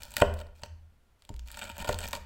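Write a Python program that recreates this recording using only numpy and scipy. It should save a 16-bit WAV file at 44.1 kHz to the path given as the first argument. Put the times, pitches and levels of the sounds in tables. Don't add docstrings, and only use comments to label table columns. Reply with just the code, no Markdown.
import sys
import numpy as np
from scipy import signal
from scipy.fft import rfft, irfft, next_fast_len
from scipy.io import wavfile
from scipy.ndimage import uniform_filter1d, map_coordinates

SR = 44100
rng = np.random.default_rng(int(sys.argv[2]) if len(sys.argv) > 2 else 0)


def gain_from_decibels(decibels):
    exponent = np.asarray(decibels, float) / 20
    return 10 ** exponent


def unload_audio(sound):
    columns = np.transpose(np.atleast_2d(sound))
    steps = np.round(np.clip(columns, -1, 1) * 32767)
    wavfile.write(sys.argv[1], SR, steps.astype(np.int16))


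N = 99225
SNAP_T60 = 0.0035


def unit(x):
    return x / np.sqrt(np.mean(x ** 2) + 1e-20)


def along(points, hz):
    f, v = np.transpose(points)
    return np.interp(np.log(hz + 1), np.log(f + 1), v)


def filtered(x, response):
    m = next_fast_len(x.shape[-1] + SR // 4)
    spectrum = rfft(x, m) * response(np.fft.rfftfreq(m, 1 / SR))
    return irfft(spectrum, m)[..., :x.shape[-1]]


def add(track, s, sound):
    part = track[round(s * SR):][:len(sound)]
    part += sound[:len(part)]


def resonances(modes):
    def response(f):
        total = 0
        for k, (centre, width, db) in enumerate(modes):
            resonator = 1j * f * width / (centre * centre - f * f + 1j * f * width)
            total = total + (-1) ** k * gain_from_decibels(db) * resonator
        return total
    return response


def hush():
    # (frequency [Hz], density [dB per Hz])
    hush_spectrum = [(25, 0), (70, -3), (150, -14), (700, -21), (2800, -28), (5600, -35), (15500, -39),
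                     (16200, -60)]
    whine_hz, whine_width_hz = 1400, 60
    air = unit(filtered(rng.standard_normal(N), lambda hz: gain_from_decibels(along(hush_spectrum, hz))))
    whine = unit(filtered(rng.standard_normal(N), lambda hz: np.exp(-((hz - whine_hz) / whine_width_hz) ** 2)))
    return gain_from_decibels(-67.5) * air + gain_from_decibels(-88) * whine


def rumble():
    # (time [s], level [dB])
    pressure = [(0, -53.5), (.21, -53), (.31, -42), (.59, -59.5), (.71, -54), (0.909, -60.5), (1.28, -82),
                (1.33, -52.5), (1.61, -56.5), (1.77, -55.5), (1.816, -36), (1.854, -56), (1.925, -40),
                (2.11, -46), (2.25, -48.5)]
    # (frequency [Hz], density [dB per Hz])
    shudder_spectrum = [(18, -2.5), (30, 1.5), (80, -2.5), (130, -19.5), (200, -17.5), (300, -32),
                        (500, -79.5)]
    pressure_db = np.interp(np.arange(N) / SR, *np.transpose(pressure))
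    shudder = unit(filtered(rng.standard_normal(N), lambda hz: gain_from_decibels(along(shudder_spectrum, hz))))
    return gain_from_decibels(pressure_db) * shudder


def table():
    sway_times = [0, .219, .249, .262, .655, 1.309, 1.33, 1.598, 1.719, 1.79, 1.795, 1.932, 2.048, 2.2]
    # (frequency [Hz], level [dB], rise [s], t60 [s])
    sways = [(53.3, -43.5, 0.071, 0.41), (30.4, -29, .019, 0.29), (79.17, -27.5, 0.026, 0.62),
             (215.8, -33, 0.057, 0.263), (80.6, -37, 0.045, .51), (28.9, -41, 0.016, 0.38),
             (58, -28.5, 0.043, 0.4), (86.3, -36.5, 0.081, .31), (82, -32.5, 0.012, 0.11),
             (188.3, -27, 0.0156, 0.099), (36.6, -38, .021, .11), (83, -30.5, 0.019, 0.43),
             (85.4, -40.5, 0.011, 0.2), (63.8, -45, 0.027, 0.5)]
    flutter_db, flutter_per_s = 2.5, 22
    out, t = np.zeros(N), np.arange(SR) / SR
    for s, (hz, db, rise, t60) in zip(sway_times, sways):
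        swell = (1 - np.exp(-t / rise)) ** 2
        add(out, s, gain_from_decibels(db - 60 * t / t60) * swell * 2 * np.sin(2 * np.pi * hz * t))
    knots = rng.standard_normal(int(N * flutter_per_s / SR) + 4)
    flutter = map_coordinates(knots, [np.arange(N) * flutter_per_s / SR])
    return out * gain_from_decibels(flutter_db * flutter)


def crackle():
    # (start [s], end [s], level at start [dB], level at end [dB], board contact [dB])
    crushes = [(0.002, 0.086, -50.5, -57, -1.5), (0.081, 0.168, -58, -48.5, -3.5),
               (0.175, 0.207, -41.5, -41.5, -2), (0.207, 0.219, -58.5, -27, 10),
               (0.366, 0.415, -58, -51, 1), (0.551, 0.609, -65, -61, -4), (0.612, 0.662, -64.5, -55, 1),
               (1.19, 1.449, -72, -74, -3.5), (1.458, 1.482, -62, -55, -4),
               (1.491, 1.605, -55.5, -47.5, -2), (1.613, 1.667, -45, -50.5, 1.5),
               (1.669, 1.728, -49.5, -54, 2.5), (1.728, 1.774, -67, -48.5, 2.5),
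               (1.786, 1.828, -40.5, -43, 2.5), (1.844, 1.871, -39, -58.5, 2.5),
               (1.873, 1.933, -39, -39.5, 0), (1.94, 2.007, -57.5, -48.5, 1), (2.015, 2.06, -45, -40.5, 2),
               (2.072, 2.129, -52, -59, -2.5), (2.134, 2.177, -33, -52, -1)]
    breaks_per_s, size_db = 2200, 2
    count, time = int(breaks_per_s * N / SR), np.arange(N) / SR
    sizes = gain_from_decibels(size_db * np.minimum(rng.exponential(size=count), 4))
    sparks = np.bincount(rng.integers(0, N, count), sizes, N)
    fading = signal.fftconvolve(sparks, gain_from_decibels(-60 * np.arange(512) / SR / SNAP_T60))[:N]
    breaks = gain_from_decibels(-9.5) * unit(fading * rng.standard_normal(N))
    efforts = np.array([gain_from_decibels(np.interp(time, (start, end), (from_db, to_db), left=-120, right=-120))
                        for start, end, from_db, to_db, _ in crushes])
    contact = gain_from_decibels(np.array(crushes)[:, -1])
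    in_air = uniform_filter1d(efforts.sum(axis=0), size=100) * breaks
    pressed = uniform_filter1d(contact @ efforts, size=100) * breaks
    return in_air, pressed


def bursts(tilts_db):
    tail_t60, tail_db, tint_db = 0.025, -15, 2.5
    t, hz = np.arange(1024) / SR, np.fft.rfftfreq(1024, 1 / SR)
    noise = rng.standard_normal((len(tilts_db), 1024)) + 2 * signal.unit_impulse(1024, 2)
    tint = unit(uniform_filter1d(rng.standard_normal((len(tilts_db), 513)), size=60, axis=1))
    octaves = np.log2(np.maximum(hz, 1000) / 5000)
    colour_db = tint_db * tint + np.outer(np.clip(tilts_db, -5, 5), octaves)
    decay = gain_from_decibels(-60 * t / SNAP_T60) + gain_from_decibels(tail_db - 60 * t / tail_t60)
    noise = irfft(rfft(noise) * gain_from_decibels(colour_db)) * decay
    return noise / np.abs(noise).max(axis=1, keepdims=True)


def crust():
    # (time [s], peak [dB], tilt [dB per octave], low ring [dB], high ring [dB])
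    first_cut = [(0.0196, -37.5, 1, -57, -43), (0.0325, -31, 0.5, -57.5, -53),
                 (0.052, -36.5, 1.5, -55.5, -69), (0.1056, -39, 1, -59.5, -46.5),
                 (0.1174, -41.5, 1.5, -55.5, -51), (0.1384, -37.5, 0, -46.5, -41),
                 (0.166, -16.5, 4, -29, -20.5), (0.1804, -30.5, 0, -33, -45.5),
                 (0.2005, -31.5, 1.5, -38, -28.5), (0.212, -30.5, -10.5, -26, -62),
                 (0.2179, -27.5, -4.5, -10.5, -18), (0.3386, -37.5, 4, -42, -50.5),
                 (0.39, -45, -0.5, -54.5, -65), (0.401, -41, 2.5, -46.5, -65), (0.4118, -49, 2.5, -46, -39),
                 (0.4677, -53.5, -1, -53, -75), (0.618, -52.5, 6, -57, -47), (0.634, -28, -4, -44.5, -38),
                 (0.6594, -56, 11, -45.5, -51)]
    set_down = [(1.2211, -52, -8, -75, -60), (1.2496, -49, -3.5, -71, -65), (1.291, -64, 1.5, -63, -59),
                (1.291, -39, -4, -47, -56), (1.3404, -47.5, -2, -52, -68), (1.3628, -45, 0, -78, -63),
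                (1.3932, -40.5, -3.5, -70, -53.5), (1.4744, -43, 0, -65, -47.5),
                (1.484, -33.5, 0, -63, -48), (1.503, -43, -4.5, -68, -43), (1.515, -30, 4, -76, -53),
                (1.5224, -41, 1.5, -73, -52), (1.5424, -40, -1, -59, -38.5), (1.5713, -35, 0, -44, -33),
                (1.5908, -35, 1.5, -48, -30), (1.6134, -43, -0.5, -45, -33), (1.6192, -40, -9, -37.5, -26),
                (1.6284, -44.5, -1, -41, -31), (1.6407, -36.5, -2, -44, -43), (1.6524, -46.5, 1, -65, -43),
                (1.6764, -47, -2, -54, -41), (1.6914, -43, 5, -43, -38), (1.698, -37.5, 1.5, -40, -34),
                (1.7154, -40.5, -1, -68, -55)]
    second_cut = [(1.7666, -39.5, 6, -56, -57), (1.7802, -45, 1.5, -64, -47),
                  (1.7804, -29.5, 6.5, -35, -42), (1.8457, -38.5, -7, -65, -44),
                  (1.8597, -41.5, 5, -43, -48), (1.8773, -38, 0, -34, -33),
                  (1.8895, -27.5, -2.5, -16, -29.5), (1.9268, -34, -3, -25, -47),
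                  (1.943, -33.5, 0.5, -36, -49), (1.9875, -24, 1.5, -64, -29.5),
                  (2.0048, -33, -2, -59, -34.5), (2.0135, -35.5, -3.5, -43, -43),
                  (2.0378, -34, -3, -41.5, -40), (2.0676, -34, 8, -49, -54), (2.0764, -31.5, 0, -59, -38.5),
                  (2.0851, -27.5, 0.5, -42.5, -39), (2.1087, -36.5, 2.5, -46, -43),
                  (2.116, -37.5, 2, -50, -45), (2.13, -23.5, -2, -32, -21.5),
                  (2.1514, -28.5, -5.5, -32, -46), (2.1636, -37.5, -1.5, -43, -42),
                  (2.1704, -36.5, -0.5, -36, -66)]
    # (frequency [Hz], density [dB per Hz])
    crust_spectrum = [(700, -34.5), (1300, -12), (2200, -7.5), (4500, -6.5), (6300, -7.5), (8100, -8),
                      (10000, -14), (15600, -14)]
    # (frequency [Hz], width [Hz], level [dB])
    loaded_modes = [(210, 60, -8), (584.5, 37, -1), (921, 47, 1)]
    # (frequency [Hz], width [Hz], level [dB])
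    blade_modes = [(1407, 130, -1.5), (1848, 83, -2), (2381, 150, -3.5), (3078, 220, -6),
                   (3264, 130, -10.5), (3700, 80, -9), (4404, 110, -15), (7940, 230, -11)]
    snap_lag_s, grind_t60, ring_top_db = 0.001, 0.019, -36
    snaps = np.array([*first_cut, *set_down, *second_cut])
    grind = gain_from_decibels(-60 * np.arange(1024) / SR / grind_t60)
    air, low, high = np.zeros((3, N))
    fine, pressed = crackle()
    for (s, db, _, low_db, high_db), burst in zip(snaps, bursts(snaps[:, 2])):
        jolt = signal.unit_impulse(1024) + 0.28 * grind * rng.standard_normal(1024)
        add(air, s + snap_lag_s, gain_from_decibels(db + 3.5) * burst)
        add(low, s + snap_lag_s, gain_from_decibels(min(low_db, ring_top_db) + 32.5) * jolt)
        add(high, s + snap_lag_s, gain_from_decibels(high_db + 24) * jolt)
    radiated = filtered(air + fine, lambda hz: gain_from_decibels(along(crust_spectrum, hz) + 13.5))
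    board_ring = filtered(low + gain_from_decibels(25) * pressed, resonances(loaded_modes))
    blade_ring = filtered(high + gain_from_decibels(23) * pressed, resonances(blade_modes))
    return radiated + board_ring + blade_ring


def board():
    # (frequency [Hz], level [dB], t60 [s])
    wood_modes = [(116, 3, 0.067), (202.6, -10, 0.11), (284, -3, 0.036), (406.8, -11, 0.13),
                  (484.6, -15.5, 0.1), (509, -9.5, 0.15), (593, 0, 0.074), (662, -4, 0.047),
                  (935.3, -6, 0.041), (1018, -4.5, 0.026), (1440, 0.5, 0.023), (1905, -1.5, 0.019),
                  (2517, 0, 0.011), (2830, 3, 0.012)]
    knock_times = [
        0.167,
        0.2192,
        0.2208,
        0.634,
        1.3035,
        1.848,
        1.8925,
        2.133,
    ]
    # (level [dB], strongest frequency [Hz], spread [octaves], thump [dB])
    knocks = [
        (-20, 2000, 0.32, -39),
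        (-17, 2950, 0.24, -61.5),
        (-8.5, 666, 0.85, -21.5),
        (-40, 1140, 1, -40.5),
        (-32.5, 226, 0.51, -40.5),
        (-31.5, 850, 0.33, -44),
        (-19, 600, 0.9, -31.5),
        (-22.5, 960, 0.27, -56),
    ]
    contact_s, thump_s = 0.00058, 0.0029
    out, t = np.zeros(N), np.arange(SR // 2) / SR
    for s, (db, centre_hz, octaves, thump_db) in zip(knock_times, knocks):
        ring = np.zeros(len(t))
        for hz, level, t60 in wood_modes:
            off_pitch_db = 2.28 * (np.log2(hz / centre_hz) / octaves) ** 2
            ring += gain_from_decibels(level - off_pitch_db - 60 * t / t60) * np.sin(2 * np.pi * hz * t)
        add(out, s, gain_from_decibels(db) * ring * (1 - np.exp(-t / contact_s)))
        u = t / thump_s - 4
        thump = (1 - u ** 2) * np.exp(-u ** 2 / 2)
        add(out, s + 0.00061 - 4 * thump_s, gain_from_decibels(thump_db) * thump)
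    return out


def room(x):
    # (frequency [Hz], t60 [s])
    reverb_times = [(100, 0.39), (600, 0.54), (3000, 0.46), (12000, 0.32)]
    out, size = np.zeros(N), 4096
    for start in range(0, N, size):
        hz, t, z = signal.stft(rng.standard_normal(SR // 2), SR, nperseg=256)
        decay = gain_from_decibels(-60 * t / along(reverb_times, hz)[:, None])
        tail = signal.istft(z * decay, SR, nperseg=256)[1]
        answer = signal.fftconvolve(x[start:start + size], tail / np.linalg.norm(tail))
        add(out, start / SR + 0.006, answer)
    return out


def scene():
    mirror_s, mirror_gain, room_db = 0.0002544, 0.33, -12.5
    cut, blows = crust(), board()
    mirrored = filtered(cut, lambda hz: 1 + mirror_gain * np.exp(-2j * np.pi * hz * mirror_s))
    reverberant = gain_from_decibels(room_db) * room(cut + blows)
    return (mirrored + blows + reverberant + table() + hush() + rumble())[None]


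def top_cut(x):
    return signal.sosfilt(signal.butter(12, 16830, fs=SR, output="sos"), x)


def record(dry):
    mix = filtered(dry, lambda hz: hz < 16000)
    return top_cut(mix)


dry = scene()
out = record(dry)
unload_audio(out)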